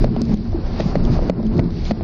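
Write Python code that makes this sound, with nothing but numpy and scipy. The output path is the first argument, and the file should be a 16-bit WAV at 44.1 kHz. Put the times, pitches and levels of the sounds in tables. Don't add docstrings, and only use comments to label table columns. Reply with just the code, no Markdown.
import sys
import numpy as np
from scipy import signal
from scipy.fft import rfft, irfft, next_fast_len
from scipy.io import wavfile
from scipy.ndimage import uniform_filter1d, map_coordinates

SR = 44100
rng = np.random.default_rng(int(sys.argv[2]) if len(sys.argv) > 2 else 0)


def digitize_waveform(pressure):
    field = np.atleast_2d(pressure).T
    bounded = np.clip(field, -1, 1)
    quanta = np.round(bounded * 32767).astype(np.int16)
    wavfile.write(sys.argv[1], SR, quanta)


def nominal_scale(level):
    x = np.asarray(level, float) / 20
    return 10 ** x


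N = 89919

# start_s, thud_peak_db, crack_over_thud_db, thud_pitch_hz
KNOCKS = [(0.043, -8, -11.5, 580), (0.164, -14.5, -14, 608), (0.216, -19, -28, 510),
          (0.2945, -19.5, -25, 594), (0.53, -19, -29.5, 670), (.558, -21, -32, 700),
          (0.7997, -8.5, -19.5, 585), (0.8031, -18.5, 0, 509), (0.8057, -11.5, -14.5, 436),
          (0.955, -6, -16.5, 555), (.9615, -15.5, -10, 450), (1.166, -17.5, -19, 563),
          (1.191, -7.5, -26, 564), (1.223, -12, -23, 510), (1.2972, -4.5, -10.5, 544),
          (1.401, -12.5, -31, 525), (1.431, -21, -27, 606), (1.546, -31, -36, 560),
          (1.586, -15.5, -19, 480), (1.593, -7.5, -11.5, 546), (1.5975, -13, -19, 540),
          (1.9099, -7.5, -11.5, 574), (1.917, -14, -14, 470), (2.009, -13, -16, 630)]
# ratio_to_pitch, level_db, t60_s
CASE_MODES = [(1.014, 0.5, 0.016), (1, -20, 0.075), (1.6, -18, 0.0083), (0.83, -9, 0.012)]
# pitch_hz, level_db, t60_s
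CRACK_MODES = [(2440, -15, 0.0058), (3720, -4.5, 0.004), (4260, -8.5, 0.013), (1450, -12, 0.0044),
               (3070, -8, 0.0017)]
# freq_hz, density_db_per_hz
CONTACT_COLOUR = [(900, -25.5), (1900, 8), (4500, -9), (5800, -11.5), (8000, -22.5), (16000, -70.5)]
# start_s, level_db
TICKS = [
    (.2175, -21),
    (1.298, -32.5),
]
# freq_hz, density_db_per_hz
TICK_COLOUR = [(2000, -52), (3300, -13.5), (4700, 11), (6500, -5.5), (8500, -11.5), (10500, -30.5),
               (16000, -32.5), (18000, -70)]
# pitch_hz, width_hz, level_db
PANEL_NOTES = [(106.6, 25.6, -4), (175, 15.2, -0.5), (232.8, 26, -4), (346, 28.5, -9.5), (420.2, 16.6, -11)]
# time_s, level_db
SHAKE = [(0, -21.5), (.1, -28), (.2, -26.5), (.3, -22), (.42, -25), (.55, -35), (.72, -32.5), (.9, -30),
         (1, -21.5), (1.12, -22.5), (1.22, -25.5), (1.38, -20.5), (1.5, -23.5), (1.63, -17), (1.72, -28),
         (1.85, -33.5), (2.04, -21.5)]
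# start_s, peak_db, pitch_hz, t60_s
THUMPS = [(0.031, -11.5, 129.2, 0.27), (.169, -16.5, 230, 0.19), (0.213, -6.5, 228.5, 0.27),
          (0.236, -23.5, 223, 0.14), (0.333, -3.5, 211.2, 0.28), (.44, -11, 228, 0.18),
          (1.021, -1, 218, 0.049), (1.151, -11.5, 148, 0.11), (1.62, -15.5, 334.4, 0.29),
          (0.5442, -1.5, 332.5, 0.059), (.585, -4, 315, 0.031), (0, -10, 32, .2), (.213, -9, 151, .08),
          (1.105, -6, 136, 0.11), (1.089, -14, 280, 0.077), (1.914, -9, 65, .15), (0.965, -10.5, 255.6, .2),
          (1.04, -15, 277, 0.063), (0.359, -14, 304, 0.13), (1.307, -10, 256.4, 0.22),
          (0.8, -5, 189, 0.053), (0.858, 2, 169, 0.042), (0.961, -2, 175, 0.12), (1.111, -4, 226.4, 0.12),
          (1.256, -8.5, 196, .1), (1.298, -1, 177.5, 0.21), (1.406, -8.5, 209, 0.23),
          (1.458, -4.5, 216.7, 0.21), (1.584, -7, 167.2, 0.48), (1.913, -0.5, 206.2, 0.13),
          (1.96, -6.5, 217, 0.097), (2.014, -30, 184, 0.074)]
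# time_s, level_db
SWAY = [(0, -16.5), (.12, -26), (.2, -24.5), (.3, -17), (.4, -21.5), (.5, -14.5), (.6, -17.5), (.72, -21),
        (.9, -21.5), (1.03, -15), (1.16, -15), (1.26, -15), (1.31, -23.5), (1.45, -19.5), (1.65, -20),
        (1.8, -19), (1.92, -24), (2.04, -18.5)]
# freq_hz, density_db_per_hz
RUMBLE_COLOUR = [(11, -40.5), (22, 7.5), (50, 0), (92, -2), (130, -10), (210, -53), (350, -120)]
# time_s, level_db
TYRE_LOAD = [(0, 1.5), (.1, -3), (.28, -0.5), (.42, 0.5), (.52, -1), (.58, 3.5), (.7, 1), (.83, 2.5),
             (.92, 3.5), (1, 7), (1.08, 1), (1.16, 4.5), (1.24, 8), (1.35, 7.5), (1.47, -1), (1.62, 4),
             (1.76, -5), (2.04, 4.5)]
# freq_hz, density_db_per_hz
ROAR_COLOUR = [(90, -24.5), (200, -3), (400, -8), (700, -10.5), (1100, -18), (1700, -27.5), (3000, -39.5),
               (9000, -120)]
# time_s, level_db
DRAUGHT = [(0, -41), (.1, -49), (.25, -44), (.38, -38.5), (.55, -46.5), (.7, -43.5), (.83, -39), (.95, -44),
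           (1.05, -42), (1.15, -40), (1.3, -43), (1.5, -46), (1.7, -45), (1.82, -40.5), (1.87, -37.5),
           (2.04, -45.5)]
# freq_hz, density_db_per_hz
AIR_COLOUR = [(800, -10), (2200, -2), (3100, -7), (4700, 0.5), (5600, -7.5), (6500, -15), (8000, -20.5),
              (16000, -63.5)]
# start_s, level_db
RATTLES = [(0.2524, -31), (0.3413, -28.5), (0.3722, -27.5), (.39, -49), (0.5207, -37.5), (1.0231, -44),
           (1.041, -36), (1.051, -28), (1.359, -43), (1.3985, -44), (1.4284, -33), (1.4664, -32),
           (1.5424, -41), (1.5686, -31.5), (1.579, -29), (1.6412, -33), (1.706, -38), (1.7414, -49.5),
           (1.8528, -30), (1.971, -55)]
# freq_hz, density_db_per_hz
RATTLE_COLOUR = [(900, -48), (2000, -19.5), (3500, 1), (5000, -5), (6500, -12), (9000, -46.5), (16000, -80)]
# start_s, depth_db
DUCKS = [
    (0.049, 3.5),
    (0.221, 5.5),
    (0.345, 10.5),
    (0.528, 0.5),
    (0.959, 6.5),
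    (1.188, 3.5),
    (1.3037, 12.5),
    (1.602, 5.5),
    (1.919, 11),
]
# freq_hz, level_db_per_bin
FAINTEST = [(1500, -90), (2900, -83), (4500, -93), (5600, -84.5), (7000, -83.5), (9000, -75), (16000, -91)]
# time_s, rise_db
STRAIN = [(0, 7), (.1, -0.5), (.235, 7), (.27, -6.5), (.36, 2.5), (.45, -6), (.55, -1), (.8, 4),
          (.93, -3.5), (1.02, 7), (1.1, -2), (1.22, 3), (1.34, -2), (1.47, 1), (1.56, -5.5), (1.63, 2),
          (1.9, 1), (1.95, 3)]
SHARP_BLOWS = [
    .219,
    1.299,
]

SOFT_START_S = 0.0006


def unit(x):
    return x / np.sqrt(np.mean(x ** 2) + 1e-20)


def along(points, hz):
    f, v = np.transpose(points)
    return np.interp(np.log(hz + 1), np.log(f + 1), v)


def curve(rows):
    s, v = np.transpose(rows)
    return np.interp(np.arange(N) / SR, s, v)


def wobble(rate):
    return map_coordinates(rng.standard_normal(400), [np.arange(N) * rate / SR])


def filtered(x, response):
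    m = next_fast_len(N + SR // 2)
    return irfft(rfft(x, m) * response(np.fft.rfftfreq(m, 1 / SR)), m)[:N]


def patchy(spectrum, patchy_db):
    z = signal.stft(rng.standard_normal(N + 512), nperseg=512)[2]
    field = uniform_filter1d(rng.standard_normal(z.shape), size=8, axis=0)
    field = uniform_filter1d(field, size=10, axis=1)
    noise = signal.istft(z * nominal_scale(patchy_db * unit(field)), nperseg=512)[1][:N]
    return unit(filtered(noise, lambda hz: nominal_scale(along(spectrum, hz))))


def ring(hz, t60, rise_s, t):
    return -np.sin(2 * np.pi * hz * t) * nominal_scale(-60 * t / t60) * (1 - np.exp(-t / rise_s))


def puff(level_db, t60, t):
    return nominal_scale(level_db - 60 * t / t60) * (1 - np.exp(-t / SOFT_START_S))


def add(track, s, sound):
    part = track[round(s * SR):][:len(sound)]
    part += sound[:len(part)]


def knock(pitch, crack_db, t):
    crack_lag_s, detune, scatter_db = 0.0003, 0.04, 0.54
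    modes = [(pitch * ratio, level, t60, 0) for ratio, level, t60 in CASE_MODES]
    modes += [(hz, level + crack_db, t60, crack_lag_s) for hz, level, t60 in CRACK_MODES]
    sound = np.zeros(len(t))
    for hz, level, t60, lag_s in modes:
        a, b = rng.standard_normal(2)
        note = ring(hz * (1 + detune * b), t60, SOFT_START_S, np.maximum(t - lag_s, 0))
        sound += nominal_scale(level + scatter_db * a) * note
    return sound


def fitting():
    thuds, clicks, snaps, ticks = np.zeros((4, N))
    t = np.arange(SR // 10) / SR
    for s, db, crack_db, pitch in KNOCKS:
        add(thuds, s, nominal_scale(db + 4) * knock(pitch, crack_db, t))
        clicks[round((s + 0.0012) * SR)] = -nominal_scale(db + crack_db + 12.5)
        add(snaps, s, puff(db + crack_db, 0.011, t))
    for s, db in TICKS:
        add(ticks, s, nominal_scale(db - 60 * t / 0.0072))
    near = thuds + filtered(clicks, lambda hz: nominal_scale(along(CONTACT_COLOUR, hz)))
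    near += snaps * patchy(CONTACT_COLOUR, patchy_db=1)
    near += ticks * patchy(TICK_COLOUR, patchy_db=1)
    return near + cabin(near)


def cabin(near):
    level_db, t60_s, cutoff_hz = -11, 0.09, 900
    t = np.arange(SR // 4) / SR
    tail = rng.standard_normal(len(t)) * nominal_scale(-60 * t / t60_s)
    wet = signal.fftconvolve(near, tail / np.linalg.norm(tail))[:N]
    return nominal_scale(level_db) * filtered(wet, lambda f: 1 / (1 + 1j * f / cutoff_hz))


def thumps():
    out, t = np.zeros(N), np.arange(SR // 2) / SR
    for s, db, hz, t60 in THUMPS:
        add(out, s, nominal_scale(db + 2) * ring(hz, t60, 0.0041, t))
    return out


def panel_response(f):
    total = 0
    for k, (centre, width, db) in enumerate(PANEL_NOTES):
        damping = 1j * f * width
        total = total + (-1) ** k * nominal_scale(db) * damping / (centre * centre - f * f + damping)
    return total / (1 + (f / 600) ** 4)


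def panels():
    shake = rng.standard_normal(N) * nominal_scale(1.5 * wobble(25))
    return unit(filtered(shake, panel_response)) * nominal_scale(curve(SHAKE) + 7.5)


def body():
    noise = filtered(rng.standard_normal(N), lambda hz: nominal_scale(along(RUMBLE_COLOUR, hz)))
    return unit(noise * nominal_scale(1.2 * wobble(12))) * nominal_scale(curve(SWAY) + 2)


def tyres():
    return patchy(ROAR_COLOUR, patchy_db=1) * nominal_scale(-31.5 + curve(TYRE_LOAD) + 2 * wobble(30.15))


def rattles():
    out, t = np.zeros(N), np.arange(SR // 20) / SR
    for s, db in RATTLES:
        add(out, s, puff(db, 0.011, t))
    return 2 * out * patchy(RATTLE_COLOUR, patchy_db=4.5)


def air():
    return patchy(AIR_COLOUR, patchy_db=1) * nominal_scale(curve(DRAUGHT) + 1.1 * wobble(30))


def scene():
    return (fitting() + thumps() + panels() + body() + tyres() + rattles() + air())[None]


def ducking_db():
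    attack_s, recover_s = 0.0012, 0.21
    t, loss = np.arange(N) / SR, np.zeros(N)
    for s, db in DUCKS:
        attack = np.clip((t - s) / attack_s, 0, 1)
        loss += db * attack * np.exp(-np.maximum(t - s, 0) / recover_s)
    return loss


def limited(x):
    top, hard = 0.69, 12
    return x / (1 + np.abs(x / top) ** hard) ** (1 / hard)


def starved(x, size, shift_db):
    lead, width = 981, size // 128
    frame = dict(window="cosine", nperseg=size, noverlap=size // 2)
    z = signal.stft(np.pad(x, (lead, 2048), "reflect"), **frame)[2]
    bands = np.arange(len(z)) // width
    centres = np.clip(np.arange(z.shape[1]) * size // 2 - lead, 0, N - 1)
    strain_db = curve(STRAIN)[centres]
    power = np.add.reduceat(abs(z) ** 2, np.arange(0, len(z), width)) / width
    faintest_db = along(FAINTEST, (bands + 0.5) * width * SR / size)[:, None]
    kept = power[bands] > nominal_scale(2 * (shift_db + strain_db + faintest_db))
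    return signal.istft(z * kept, **frame)[1][lead:][:N]


def thinned(x):
    distance_s = np.min(abs(np.arange(N)[:, None] / SR - np.array(SHARP_BLOWS)), axis=1)
    short = np.clip(4 - distance_s / 0.004, 0, 1)
    return short * starved(x, size=256, shift_db=7.5) + (1 - short) * starved(x, size=2048, shift_db=1)


def roll_off(x):
    return signal.sosfilt(signal.butter(12, 15800, fs=SR, output="sos"), x)


def record(dry):
    ducked = dry[0] * nominal_scale(-ducking_db())
    mix = thinned(limited(ducked))[None]
    return roll_off(mix)


dry = scene()
out = record(dry)
digitize_waveform(out)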